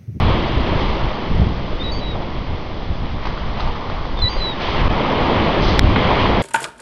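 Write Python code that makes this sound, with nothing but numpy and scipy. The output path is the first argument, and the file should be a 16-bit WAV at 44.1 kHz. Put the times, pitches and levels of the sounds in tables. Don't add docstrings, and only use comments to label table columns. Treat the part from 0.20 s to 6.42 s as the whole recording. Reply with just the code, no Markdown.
import sys
import numpy as np
from scipy import signal
from scipy.fft import rfft, irfft
from scipy.io import wavfile
from scipy.ndimage import uniform_filter1d

SR = 44100
rng = np.random.default_rng(int(sys.argv[2]) if len(sys.argv) > 2 else 0)


def voltage_ratio(decibels):
    exponent = np.asarray(decibels, float) / 20
    return 10 ** exponent


def master(y):
    cut = np.clip(np.atleast_2d(y).T, -1, 1)
    pcm = np.round(cut * 32767)
    wavfile.write(sys.argv[1], SR, pcm.astype(np.int16))


N = 274280

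# time in s, force of the wave in dB, gurgle of the backwash in dB.
WAVES = [(0, -22.5, 2), (.4, -25.5, -2.5), (.62, -22, 3), (.95, -27.5, 2), (1.35, -31, -2),
         (2.0, -32.5, -2), (2.6, -34, -1), (2.95, -34.5, 1), (3.45, -30, 2.5), (3.9, -32, 3),
         (4.33, -29.5, 2), (4.602, -23.5, 3), (4.9, -21, 1.5), (5.25, -19.5, 0.5), (5.55, -21, 1),
         (5.68, -23, -3.5), (5.9, -17.5, 3.5), (6.22, -21, 1)]
# low edge in Hz, high edge in Hz.
SURF_BANDS_HZ = [(280, 600), (700, 1300), (2200, 3400), (4900, 5400)]
# level in dB at middle force, share of force followed, share of gurgle followed.
BAND_RESPONSES = [
    (-30, 1.01, -.8),
    (-31, 0.95, .5),
    (-39, 1.084, -.3),
    (-51.5, 0.65, 0.1),
]
# frequency in Hz, density in dB per Hz.
FOAM_COLOUR = [(65, -37), (110, -3.5), (130, -4), (171, 1), (258, -2.5), (357, -2.5), (797, -10),
               (1090, -9), (1530, -18.5), (2090, -14), (2510, -17.5), (3260, -16.5), (3710, -24.5),
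               (4990, -34), (5500, -36.5), (7150, -71), (12100, -120)]
# time in s, lift in dB, centre in Hz, length in s, spread in octaves.
SLAPS = [(0.08, 1, 1200, 0.086, 1.1), (0.572, -3.5, 1200, 0.27, 0.83), (1.2, 2.5, 300, .1, 0.84),
         (1.957, 6, 800, .1, .7), (5.088, 1, 250, 0.29, 0.73), (2.846, 3, 2000, 0.11, 1.1),
         (3.025, 4.5, 1800, 0.17, 1.9), (3.374, 3, 2500, 0.13, 1.46), (3.708, 3, 1500, 0.082, 1.3),
         (4.103, 3.5, 3000, 0.2, 1), (4.41, 6.5, 3500, 0.18, 1.3), (5.425, 7.5, 4770, 0.15, 0.49),
         (5.48, 4.5, 4800, 0.083, 0.42), (5.766, 2, 2500, .08, 0.73), (5.99, 3, 2600, 0.084, 0.87),
         (6.1, 3, 900, 0.12, .8), (5.12, 1, 3000, 0.13, 0.47), (0.022, 2.5, 3270, 0.31, 0.55),
         (4.57, 3, 2500, 0.056, 0.73), (6.06, 2.5, 150, .15, 0.54), (3.47, 0.5, 1500, 0.065, 1)]
# time in s, peak
# in dB, length in s, sharpness of the buffeting in dB.
GUSTS = [(0.058, -18.5, 0.21, 1.5), (0.388, -17.5, 0.084, 0.5), (0.565, -19.5, 0.1, -1),
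         (0.695, -16, .08, -16), (0.854, -16.5, 0.061, -4.5), (1.141, -13.5, 0.051, -2.5),
         (1.22, -20, 0.095, 5), (1.403, -24.5, .14, -1), (1.551, -16.5, 0.034, -13),
         (1.74, -22.5, .18, -9.5), (1.95, -24.5, 0.15, -2.5), (2.182, -23, 0.049, -6),
         (2.32, -21, .05, -3.5), (2.59, -25.5, 0.1, -11), (2.716, -21, 0.054, -3),
         (2.831, -18.5, .05, -4.5), (2.952, -20, 0.047, -5), (3.085, -21, 0.087, -4.5),
         (3.284, -21, 0.1, -5), (3.475, -13.5, 0.052, -9), (3.77, -22, .1, -11), (3.95, -20.5, 0.14, -12.5),
         (4.042, -9, 0.025, -15), (4.193, -12, 0.033, -21), (4.651, -16, 0.16, -3.5),
         (5.04, -20, 0.034, -7), (5.206, -30, 0.39, 6.5), (5.479, -15, 0.1, -4), (5.662, -14.5, 0.11, 0),
         (6.08, -23.5, 0.52, 2.5)]
# frequency in Hz, density in dB per Hz.
WIND_COLOUR = [(3, -39.5), (8, 2), (25, 3.5), (60, -3.5), (120, -9.5), (250, -24), (500, -44.5),
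               (1500, -110)]
# time in s, peak in dB, pitch in Hz, length in cycles.
BUFFETS = [(0.369, -4, 64, 0.87), (0.858, -21, 62.4, 0.68), (1.194, -1, 124, 1.27), (1.213, -0.5, 106, 1.2),
           (1.279, -25, 98, 1.1), (2.838, -26, 145, 0.79), (3.47, -20, 88.8, 1.6),
           (4.031, -7.5, 75.4, 2.06), (4.643, -4.5, 61.9, 1.7), (5.501, -11, 70.0, 1.5),
           (5.608, -4, 70, 1.4), (5.629, 0, 105, 0.5), (5.664, -2.5, 61.9, 1.3)]
# time in s, peak in dB, pitch in Hz, slosh in dB, spray in dB.
SPLASHES = [(0.02, -20, 870, -14, -35), (1.969, -22, 802, -34, -30), (3.054, -12, 840, -6, -17.5),
            (3.07, -10, 990, -9, -17), (3.176, -14, 1120, -9, -29), (3.398, -13.5, 800, -5, -13),
            (3.405, -10.5, 1130, -27, -11.5), (3.474, -10.5, 970, -20, -19), (3.555, -13, 1070, -17, -23),
            (3.699, -13, 1140, -15, -18), (3.853, -15, 956, -9, -31), (3.989, -12, 870, -11, -13),
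            (4.547, -10, 1100, -19, -35), (5.701, -8, 912, -15, -25), (5.759, -6.5, 780, 1, -39),
            (5.914, -2, 840, -25, -41), (6.057, -1.5, 926, -18, -35)]
# start in s, length in s, pitch in Hz, level in dB, glide in Hz.
NOTES = [
    (1.592, 0.041, 3630, -31, -8),
    (1.632, 0.0834, 3810, -30.5, -70),
    (1.714, 0.096, 4580, -34.5, 94),
    (1.788, 0.031, 4000, -45, -120),
    (1.802, 0.16, 3880, -34, -90),
    (3.965, 0.054, 3590, -34.5, -200),
    (4.014, .078, 3940, -19, -95),
    (4.088, .125, 4703, -36.5, 45),
    (4.17, 0.042, 4120, -35.5, -61.5),
    (4.194, 0.15, 3946, -24.5, -175),
]
# flick at the start in Hz, its time in s, flick at the end in Hz, its time in s.
BENDS = [
    (16.2, .005, 254, 0.0029),
    (260, 0.012, 417, .007),
    (45, .008, 50, 0.016),
    (30, .006, -20, .006),
    (70, .015, -230, 0.032),
]
# rise in s, fade in s, sag in dB, octave below in dB.
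SWELLS = [
    (.012, 0.0084, -10, -26),
    (0.014, 0.011, 1.5, -12),
    (.006, 0.011, 9.5, -34),
    (.012, .008, -4, -33),
    (0.029, 0.081, -4, -32),
]
# time in s, peak in dB, rise in s, fall in s, tail in dB, tail in s.
THUMPS = [
    (4.6807, -6, 0.001, .0008, -17, 0.0021),
    (5.59375, 4, 0.00085, 0.00042, -11.5, 0.002),
]
# time in s, depth in dB, recovery in s.
GAIN_DIPS = [
    (4.681, 12.5, 0.012),
    (5.5945, 7.5, 0.029),
    (3.1, 0.5, 0.047),
]
OVERFLOWS_S = (5.59338, 5.59392)


def evened(x):
    return x / np.sqrt(np.mean(x ** 2) + 1e-20)


def levelled(x, width):
    power = uniform_filter1d(uniform_filter1d(x ** 2, int(width)), int(width))
    return x / np.sqrt(power + 0.055)


def read(points, hz):
    f, value = np.transpose(points)
    return np.interp(np.log(hz + 1), np.log(f + 1), value)


def add(mix, start_s, sound):
    part = mix[round(start_s * SR):][:len(sound)]
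    part += sound[:len(part)]


def drift(shape, *widths):
    x = rng.standard_normal(shape)
    for axis, width in enumerate(widths):
        for _ in range(2):
            x = uniform_filter1d(x, int(width), axis)
    return evened(x)


def noise(field_db, size):
    z = rng.standard_normal(field_db.shape) + 1j * rng.standard_normal(field_db.shape)
    return signal.istft((z * voltage_ratio(field_db)).T, nperseg=size, noverlap=size * 3 // 4)[1][:N]


def bubble(hz, cycles, glide=0.21):
    u = np.arange(int(3 * cycles * SR / hz)) * hz / SR
    envelope = (1 - np.exp(-u * 3)) * np.exp(-u / cycles * 2)
    return envelope * np.sin(2 * np.pi * (u + glide * u ** 2 / cycles / 2))


def foam_swell(t, hz, colour_db):
    middle_db, slap_rise_s = -28, 0.014
    wave_s, force_db, gurgle_db = np.transpose(WAVES)
    courses = []
    for (low_hz, high_hz), (db, force_share, gurgle_share) in zip(SURF_BANDS_HZ, BAND_RESPONSES):
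        level_db = db + force_share * (force_db - middle_db) + gurgle_share * gurgle_db
        inside = (hz >= low_hz) & (hz < high_hz)
        own_power = np.sum(voltage_ratio(2 * colour_db[inside])) * (high_hz - low_hz) / np.sum(inside)
        courses.append(np.interp(t, wave_s, level_db - 10 * np.log10(own_power)))
    centres_hz = np.sqrt(np.prod(SURF_BANDS_HZ, axis=1))
    share = np.array([read(np.c_[centres_hz, row], hz) for row in np.eye(len(centres_hz))])
    swell_db = np.array(courses).T @ share
    for start_s, lift_db, centre_hz, length_s, octaves in SLAPS:
        rise = np.clip((t - start_s) / slap_rise_s + 1, 0, 1)
        shape = rise * np.exp(-(np.maximum(t - start_s, 0) / length_s) ** 3)
        spread = np.exp(-(np.log2((hz + 1) / centre_hz) / octaves) ** 2)
        swell_db += lift_db * np.outer(shape, spread)
    return swell_db


def surf(patchy_db=-0.5, flicker_db=0.05, grain_db=-9.0, grains_per_s=150, grain_spread_db=2.0):
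    frames, hz = N // 128 + 5, np.fft.rfftfreq(512, 1 / SR)
    t = np.arange(frames) * 128 / SR
    colour_db = np.where(hz < SR / 8, read(FOAM_COLOUR, hz), -120)
    swell_db = foam_swell(t, hz, colour_db)
    patches_db = patchy_db * drift((frames, len(hz)), 12, 3.5)
    flicker = flicker_db * drift((frames, len(hz)), 2.6, 22)
    foam = evened(noise(patches_db + flicker, size=512))
    for pitch_hz in np.geomspace(500, 4800, 24):
        bursts = rng.random(N) < grains_per_s / 24 / SR
        sizes = voltage_ratio(grain_spread_db * np.minimum(rng.exponential(1, N), 4)) * bursts
        foam += voltage_ratio(grain_db) * signal.oaconvolve(sizes, bubble(pitch_hz, 4.4))[:N]
    z = signal.stft(foam, nperseg=512, noverlap=384)[2]
    z *= voltage_ratio(colour_db + swell_db[:z.shape[1]]).T * np.sqrt(SR / 2)
    return signal.istft(z, nperseg=512, noverlap=384)[1][:N]


def wind(lumps_db=3.0, split_hz=60.0, buffet_db=-2.0):
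    gust_edge_db, breeze_db, flutter_db = 4.5, -32.5, -35
    hz, t = np.fft.rfftfreq(N, 1 / SR), np.arange(N) / SR
    z = rfft(rng.standard_normal(N)) * voltage_ratio(read(WIND_COLOUR, hz))
    upper = 1 / (1 + (split_hz / (hz + 1)) ** 6)
    low = levelled(evened(irfft(z * (1 - upper), N)), 1200)
    high = levelled(evened(irfft(z * upper, N)), 1200)
    lumps = voltage_ratio(lumps_db * drift(N, 790))
    push, flutter = voltage_ratio(2 * breeze_db), voltage_ratio(2 * flutter_db)
    for s, db, length_s, sharp_db in GUSTS:
        power = voltage_ratio(2 * (db - gust_edge_db * abs(2 * (t - s) / length_s) ** 1.3))
        push = push + power
        flutter = flutter + power * voltage_ratio(2 * sharp_db)
    out = np.sqrt(push) * low + np.sqrt(flutter) * evened(high * lumps)
    for s, db, pitch_hz, cycles in BUFFETS:
        u = np.arange(int(cycles * SR / pitch_hz)) * pitch_hz / SR
        under = out[round(s * SR):][:len(u)]
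        kick = voltage_ratio(db + buffet_db) * np.cos(2 * np.pi * u)
        add(out, s, np.hanning(len(u)) * (kick - under))
    return out


def splashes():
    out, t = np.zeros(N), np.arange(900) / SR
    dull = signal.butter(5, [600, 3300], "band", fs=SR, output="sos")
    bright = signal.butter(4, [3600, 5200], "band", fs=SR, output="sos")
    envelope = (1 - np.exp(-t / 0.00075)) * np.exp(-t / 0.006)
    for s, db, hz, slosh_db, spray_db in SPLASHES:
        add(out, s, voltage_ratio(db) * bubble(hz, cycles=3.0))
        burst = rng.standard_normal(len(t))
        slosh = voltage_ratio(slosh_db) * evened(signal.sosfilt(dull, burst))
        spray = voltage_ratio(spray_db) * evened(signal.sosfilt(bright, burst))
        add(out, s, voltage_ratio(db - 6.0) * (slosh + spray) * envelope)
    return out


def bird():
    edge_db, waver_db = 16, 0.8
    out = np.zeros(N)
    for note, bend, swell in zip(NOTES, [*BENDS, *BENDS], [*SWELLS, *SWELLS]):
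        start_s, length_s, hz, db, glide_hz = note
        in_hz, in_s, out_hz, out_s = bend
        rise_s, fade_s, sag_db, under_db = swell
        t = np.arange(0, length_s, 1 / SR)
        along, left = t / length_s - .5, length_s - t
        flicks_hz = in_hz * np.exp(-t / in_s) + out_hz * np.exp(-left / out_s)
        phase = 2 * np.pi * np.cumsum(hz + glide_hz * along + flicks_hz) / SR
        under = signal.windows.tukey(len(t), .45) * np.linspace(.05, 1.2, len(t)) * np.sin(phase / 2)
        tone = np.sin(phase) + voltage_ratio(under_db) * under
        edges = np.maximum(1 - t / rise_s, 0) ** 2 + np.maximum(1 - left / fade_s, 0) ** 2
        level_db = db + waver_db * drift(len(t), 150) - sag_db * along - edge_db * edges
        add(out, start_s, np.sqrt(2) * voltage_ratio(level_db) * tone * signal.windows.tukey(len(t), .12))
    return out


def shore(x, echo_db=-17.0, t60_s=0.12):
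    t = np.arange(SR // 8) / SR
    scattered = rng.standard_normal(len(t)) * (rng.random(len(t)) < .03)
    taps = scattered * voltage_ratio(-60 * t / t60_s) * (t > .004)
    return x + voltage_ratio(echo_db) * signal.oaconvolve(x, taps / np.linalg.norm(taps))[:N]


def thump(s, db, rise_s, fall_s, tail_db, tail_s):
    t = np.arange(N) / SR - s
    after = np.maximum(t, 0)
    tail = voltage_ratio(tail_db)
    settle = (1 - tail) * np.exp(-(after / fall_s) ** 2) + tail * np.exp(-after / tail_s)
    return voltage_ratio(db) * np.exp(np.minimum(t, 0) / rise_s) * settle


def gain_dips_db():
    t = np.arange(N) / SR
    dip_db = np.zeros(N)
    for s, db, recovery_s in GAIN_DIPS:
        dip_db += db * (t > s) * np.exp(-(np.maximum(t - s, 0) / recovery_s) ** 2)
    return uniform_filter1d(dip_db, 40)


def scene():
    t = np.arange(N) / SR
    dip_db = gain_dips_db()
    lull_s = .006
    lull = 1 - sum(np.exp(-((t - row[0]) / lull_s) ** 2) for row in THUMPS)
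    beach = (surf() + splashes() + shore(bird())) * voltage_ratio(-dip_db)
    flow = lull * wind() * voltage_ratio(-.6 * dip_db)
    knocks = sum(thump(*row) for row in THUMPS)
    return (beach + flow + knocks)[None]


def top_cut(x):
    return signal.sosfilt(signal.butter(12, 15500, fs=SR, output="sos"), x)


def record(dry):
    step, ceiling, bias, hiss_db = 4, .95, .0285, -49.5
    coarse = dry[0, ::step] + bias
    hiss = voltage_ratio(hiss_db) * rng.standard_normal(len(coarse))
    coarse = np.clip(coarse + hiss, -ceiling, ceiling)
    coarse[np.round(np.array(OVERFLOWS_S) * SR / step).astype(int)] = -ceiling
    spaced = np.zeros(N)
    spaced[::step] = step * coarse
    smooth = signal.firwin(65, 5480, window=("kaiser", 9.), fs=SR)
    stretched = np.convolve(np.pad(spaced, 32, "reflect"), smooth, "valid")
    return top_cut(np.clip(stretched, -1, 1)[None])


dry = scene()
out = record(dry)
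master(out)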